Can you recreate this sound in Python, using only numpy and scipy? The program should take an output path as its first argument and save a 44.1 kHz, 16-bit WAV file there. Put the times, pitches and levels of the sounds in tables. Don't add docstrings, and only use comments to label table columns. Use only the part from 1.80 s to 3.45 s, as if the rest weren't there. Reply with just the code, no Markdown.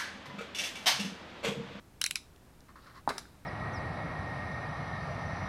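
import sys
import numpy as np
from scipy import signal
from scipy.fft import rfft, irfft
from scipy.io import wavfile

SR = 44100
rng = np.random.default_rng(int(sys.argv[2]) if len(sys.argv) > 2 else 0)


def pcm_store(signal):
    levels = np.round(np.clip(np.atleast_2d(signal), -1, 1) * 32767)
    wavfile.write(sys.argv[1], SR, levels.astype(np.int16).T)


N = 72765

# frequency in Hz, relative level in dB.
HUSH_SPECTRUM = [(15, -4), (35, -4), (60, -2), (90, -1.5), (130, -3.5), (200, -7), (280, -9), (450, -14),
                 (800, -16.5), (1500, -20.5), (3000, -28), (6000, -31), (10800, -32.5), (13000, -33.5),
                 (16000, -40)]
# frequency in Hz, time to fall 60 dB (t60) in seconds.
GARAGE_DECAY = [(150, 0.69), (1000, 0.11), (4000, 0.3), (8000, 0.27), (14000, 0.16)]
# start in seconds, level in dB, centre frequency in Hz.
HANDLING_TICKS = [(.561, -57.5, 2920), (.805, -55, 5300)]
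# start in seconds, level in dB, rise and fall in seconds, hiss in dB.
CLOTH_STROKES = [(0.884, -54.5, 0.0018, 0.043, -15.5), (0.955, -53.5, 0.0037, 0.059, -15),
                 (0.989, -63.5, 0.048, 0.091, -2), (1.056, -54.5, 0.018, 0.032, -10.5),
                 (1.094, -57, 0.0053, 0.063, -10.5), (1.135, -51.5, 0.033, 0.05, -8)]
# frequency in Hz, relative level in dB.
RUSTLE_SPECTRUM = [(200, -13), (600, -13), (880, -15.5), (1080, 3.5), (1350, -4), (1520, -7), (1850, -4.5),
                   (2500, -22.5), (6000, -45), (14000, -61)]
HISS_SPECTRUM = [(1000, -12), (2700, -6), (3300, -7.5), (4200, 0), (5200, -6), (7000, -18), (14000, -30)]
# start in seconds, level in dB, pitch ratio.
CATCH_KNOCKS = [(1.2756, -6, 0.9), (1.2793, -20.5, 0.763), (1.2831, -17.5, 1.02), (1.2890, -16.5, 1.0),
                (1.2921, -22.5, 1.2), (1.3015, -24.5, 0.74), (1.3064, -23, 1.0), (1.3082, -19.5, 0.99),
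                (1.3590, -26.5, 0.58), (1.371, -47, 1.33), (1.3810, -28.5, 0.925), (1.4541, -39.5, 1.61)]
# frequency in Hz at pitch ratio 1, level in dB, t60 in seconds.
HOLLOW_MODES = [(135, -31, 0.094), (257, -21, 0.02), (730, -23, 0.0044), (964, 1.5, 0.0097),
                (1436, -15, 0.019), (1770, -19, 0.017)]
# frequency in Hz, gain in dB.
HOLLOW_RADIATION = [(40, 2), (100, -2.5), (270, 5), (400, -2.5), (500, -12.5), (620, 0), (1000, 0),
                    (1800, 1), (2500, -10), (5000, 14)]
# start in seconds, level in dB, rise and t60 in seconds.
CLATTER_BURSTS = [(1.29, -32, 0.017, 0.082), (1.344, -50, 0.019, 0.28)]
SCUFF_BURSTS = [(1.2754, -51.5, .001, 0.13), (1.289, -34, 0.0018, 0.08), (1.320, -55, 0.017, 0.72),
                (1.382, -61, 0.0017, 0.15)]
# frequency in Hz, relative level in dB.
CLATTER_SPECTRUM = [(60, -26), (140, 1), (300, 1.5), (480, -0.5), (750, -7), (1400, 2), (2100, -5.5),
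                    (2700, -19.5), (8000, -43)]
SCUFF_SPECTRUM = [(200, -4), (1000, 5), (2200, -1), (2700, -5), (3300, -8), (3900, 7), (4400, -3.5),
                  (5000, -0.5), (6000, -10.5), (8500, -9), (11000, -13), (13000, -22), (16000, -21)]
# start in seconds, level in dB, chatter length in seconds, low pawl mode in Hz,
# its level in dB, high pawl mode in Hz, its level in dB, then gains in dB for the housing's body modes,
# its treble modes, its ring, the slip and the sound sent to the room.
RATCHET_CLICKS = [(0.2142, -23.5, 0.0033, 3030, 7.5, 5370, 7, 2, 0, -11.5, -19.5, 0.5),
                  (0.2396, -22.5, 0.0027, 3950, 0, 5460, 11, 4.5, 2.5, -7.5, -27, 0.5),
                  (0.2619, -25, .0032, 2340, 7, 5770, 10.5, 3.5, 4.5, -11, -4, 1.5),
                  (0.309, -27.5, 0.0034, 2530, 8.5, 5370, 4.5, 1, 3.5, -17, -23, 1),
                  (0.3561, -25.5, 0.0025, 2370, 6, 5340, 8, -1.5, -3.5, -15.5, -17, 5),
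                  (1.3801, -32.5, 0.0034, 1286, 6, 5280, 9.5, 2.5, -2, -19, -24, 7)]
# frequency in Hz, bandwidth in Hz, relative level in dB.
HOUSING_MODES = [(1593, 140, -0.5), (2227, 120, -3), (2647, 550, -2.5), (3980, 150, 3), (5030, 240, 0.5),
                 (5860, 310, 3), (6550, 133, -6.5), (7890, 150, 2), (9030, 1060, 5), (10000, 1800, 2),
                 (10710, 690, -7), (15400, 1300, -13.5)]
# frequency in Hz, gain in dB.
RATCHET_RESPONSE = [(200, -23), (700, 7.5), (1300, -2.5), (3000, 1), (6000, -2), (11200, -2), (12600, -15),
                    (16000, 7.5)]


def amp(db):
    return 10 ** (np.asarray(db) / 20)


def unit(x):
    return x / np.sqrt(np.mean(x ** 2) + 1e-20)


def curve_at(points, hz):
    table_hz, value = np.transpose(points)
    return np.interp(np.log(hz + 1), np.log(table_hz + 1), value)


def add(mix, start_s, sound):
    part = mix[round(start_s * SR):][:len(sound)]
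    part += sound[:len(part)]


def colour(x, response):
    log_gain = np.log(amp(curve_at(response, abs(np.fft.fftfreq(4096, 1 / SR)))))
    taps = np.fft.ifft(np.exp(np.conj(signal.hilbert(log_gain)))).real
    return signal.fftconvolve(x, taps[:len(taps) // 2])[:len(x)]


def noise(spectrum, grain_db=0):
    white = rng.standard_normal(N) * amp(grain_db * np.minimum(rng.exponential(1, N), 5))
    gain = amp(curve_at(spectrum, np.fft.rfftfreq(N, 1 / SR)))
    return unit(irfft(rfft(white) * gain, N))


def resonate(x, hz, width_hz):
    r = np.exp(-np.pi * width_hz / SR)
    return signal.lfilter([1, 0, -1], [1, -2 * r * np.cos(2 * np.pi * hz / SR), r * r], x)


def burst(start, db, rise, t60):
    age = np.arange(N) / SR - start
    return np.clip(age / rise, 0, 1) * amp(db - 60 * np.maximum(age - rise, 0) / t60)


def add_blip(mix, centre_s, gain, hz, width_s):
    t = np.arange(SR // 100) / SR
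    t -= t.mean()
    packet = np.sqrt(2) * np.exp(-0.5 * (t / width_s) ** 2) * np.sin(2 * np.pi * hz * t)
    add(mix, centre_s + t[0], gain * packet)


def background(hush_db=-58, hum_db=-67.5, hum_hz=60):
    hum = np.sqrt(2) * np.sin(2 * np.pi * hum_hz * np.arange(N) / SR)
    return amp(hush_db) * noise(HUSH_SPECTRUM) + amp(hum_db) * hum


def garage(x, far_db, near_db=-14, near_t60=0.071, near_delay_s=0.0024, far_delay_s=0.0082):
    t = np.arange(SR // 2) / SR
    near = rng.standard_normal(len(t)) * amp(-60 * t / near_t60) * (t > near_delay_s)
    hz, times, bands = signal.stft(rng.standard_normal(len(t)), SR, nperseg=256)
    decay = amp(-60 * times / curve_at(GARAGE_DECAY, hz)[:, None])
    far = signal.istft(bands * decay, SR, nperseg=256)[1][:len(t)] * (t > far_delay_s)
    response = amp(near_db) * near / np.linalg.norm(near) + amp(far_db) * far / np.linalg.norm(far)
    return signal.fftconvolve(x, response)[:N]


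def ticks(rise_s=0.00057, t60=0.014, width_hz=1500):
    return sum(burst(start, db, rise_s, t60) * unit(resonate(rng.standard_normal(N), hz, width_hz))
               for start, db, hz in HANDLING_TICKS)


def clothing(squeak_hz=1430, fall_hz_per_s=2500, squeak_width_hz=180, squeak_db=-7.5):
    t, out = np.arange(N) / SR, np.zeros(N)
    rustle, hiss = noise(RUSTLE_SPECTRUM, grain_db=4.5), noise(HISS_SPECTRUM, grain_db=4.5)
    r = np.exp(-np.pi * squeak_width_hz / SR)
    fuzz = unit(signal.lfilter([1], [1, -2 * r, r * r], rng.standard_normal(N)))
    for start, db, rise, fall, hiss_db in CLOTH_STROKES:
        age = t - start
        stroke = np.clip(np.minimum(age / rise, 1 - (age - rise) / fall), 0, 1)
        squeak = np.sqrt(2) * fuzz * np.sin(2 * np.pi * age * (squeak_hz - fall_hz_per_s * age / 2))
        out += amp(db) * stroke * (rustle + amp(hiss_db) * hiss + amp(squeak_db) * squeak)
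    return out


def catch(rise_s=0.0012, grip_s=0.0023, grip_db=-4.5):
    knocks, t = np.zeros(N), np.arange(SR // 8) / SR
    onset = np.sin(np.pi / 2 * np.minimum(t / rise_s, 1)) ** 2
    grip = amp(grip_db * np.clip(2 * t / grip_s - 1, 0, 1))
    for start, db, pitch in CATCH_KNOCKS:
        ring = sum(amp(mode_db - 60 * t / t60) * np.sin(2 * np.pi * hz * pitch * t)
                   for hz, mode_db, t60 in HOLLOW_MODES)
        add(knocks, start, amp(db) * onset * grip * ring)
    clatter = sum(burst(*row) for row in CLATTER_BURSTS) * noise(CLATTER_SPECTRUM, grain_db=3.5)
    scuffs = sum(burst(*row) for row in SCUFF_BURSTS) * noise(SCUFF_SPECTRUM, grain_db=2)
    return colour(knocks, HOLLOW_RADIATION) + clatter + scuffs


def chatter(length_s, modes, grain_db=1.5, damp_s=0.00058):
    t, click = np.arange(SR // 30) / SR, 0
    window = np.sin(np.pi * np.minimum(t / length_s, 1) ** 0.66)
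    contacts = window * rng.standard_normal(len(t))
    contacts *= amp(grain_db * np.minimum(rng.exponential(1, len(t)), 4))
    damping = np.exp(-np.maximum(t - length_s, 0) / damp_s)
    for hz, width, db in modes:
        band = signal.butter(1, [hz / 1.2, min(hz * 1.2, SR / 2 - 1)], "band", fs=SR, output="sos")
        mode = signal.sosfilt(band, resonate(contacts, hz, width) * damping)
        click += amp(db) * mode / np.linalg.norm(mode)
    return click * np.sqrt(0.004 * SR) / np.linalg.norm(click)


def ratchet(to_room=False, body_below_hz=3200, treble_above_hz=7000, ring_hz=4040):
    out = np.zeros(N)
    blur, pawl_shift_db, ring_shift_db = (3, -4, 4) if to_room else (1, 0, 0)
    for (start, db, length_s, low_hz, low_db, high_hz, high_db,
         body_db, treble_db, ring_db, slip_db, room_db) in RATCHET_CLICKS:
        modes = []
        for hz, width, mode_db in HOUSING_MODES:
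            shelf_db = body_db * (hz < body_below_hz) + treble_db * (hz > treble_above_hz)
            modes.append((hz, width * blur, mode_db + shelf_db))
        modes.append((low_hz, 150 * blur, low_db + pawl_shift_db))
        modes.append((high_hz, 240 * blur, high_db + pawl_shift_db))
        gain = amp(db + to_room * room_db)
        add_blip(out, start - 0.000873, gain * amp(slip_db), hz=2550, width_s=0.00067)
        add(out, start, gain * chatter(length_s, modes))
        for delay_s, pulse_db in ((0.0074, 0), (0.0159, -8)):
            pitch = 1 + rng.uniform(-0.06, 0.06)
            ring_gain = gain * amp(ring_db + pulse_db + ring_shift_db)
            add_blip(out, start + delay_s, ring_gain, hz=ring_hz * pitch, width_s=0.0012)
    return colour(out, RATCHET_RESPONSE)


def ratchet_echoes(directions=3):
    echoes = sum(garage(ratchet(to_room=True), far_db=-21) for _ in range(directions))
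    return echoes / np.sqrt(directions)


def scene():
    thump = catch()
    clicks = ratchet() + ratchet_echoes()
    return (clicks + thump + garage(thump, far_db=-13) + clothing() + ticks() + background())[None]


def record(dry, cutoff_hz=16000):
    lowpass = signal.firwin(255, cutoff_hz, window=("kaiser", 8), fs=SR)
    return signal.oaconvolve(dry, lowpass[None], "same")


dry = scene()
out = record(dry)
pcm_store(out)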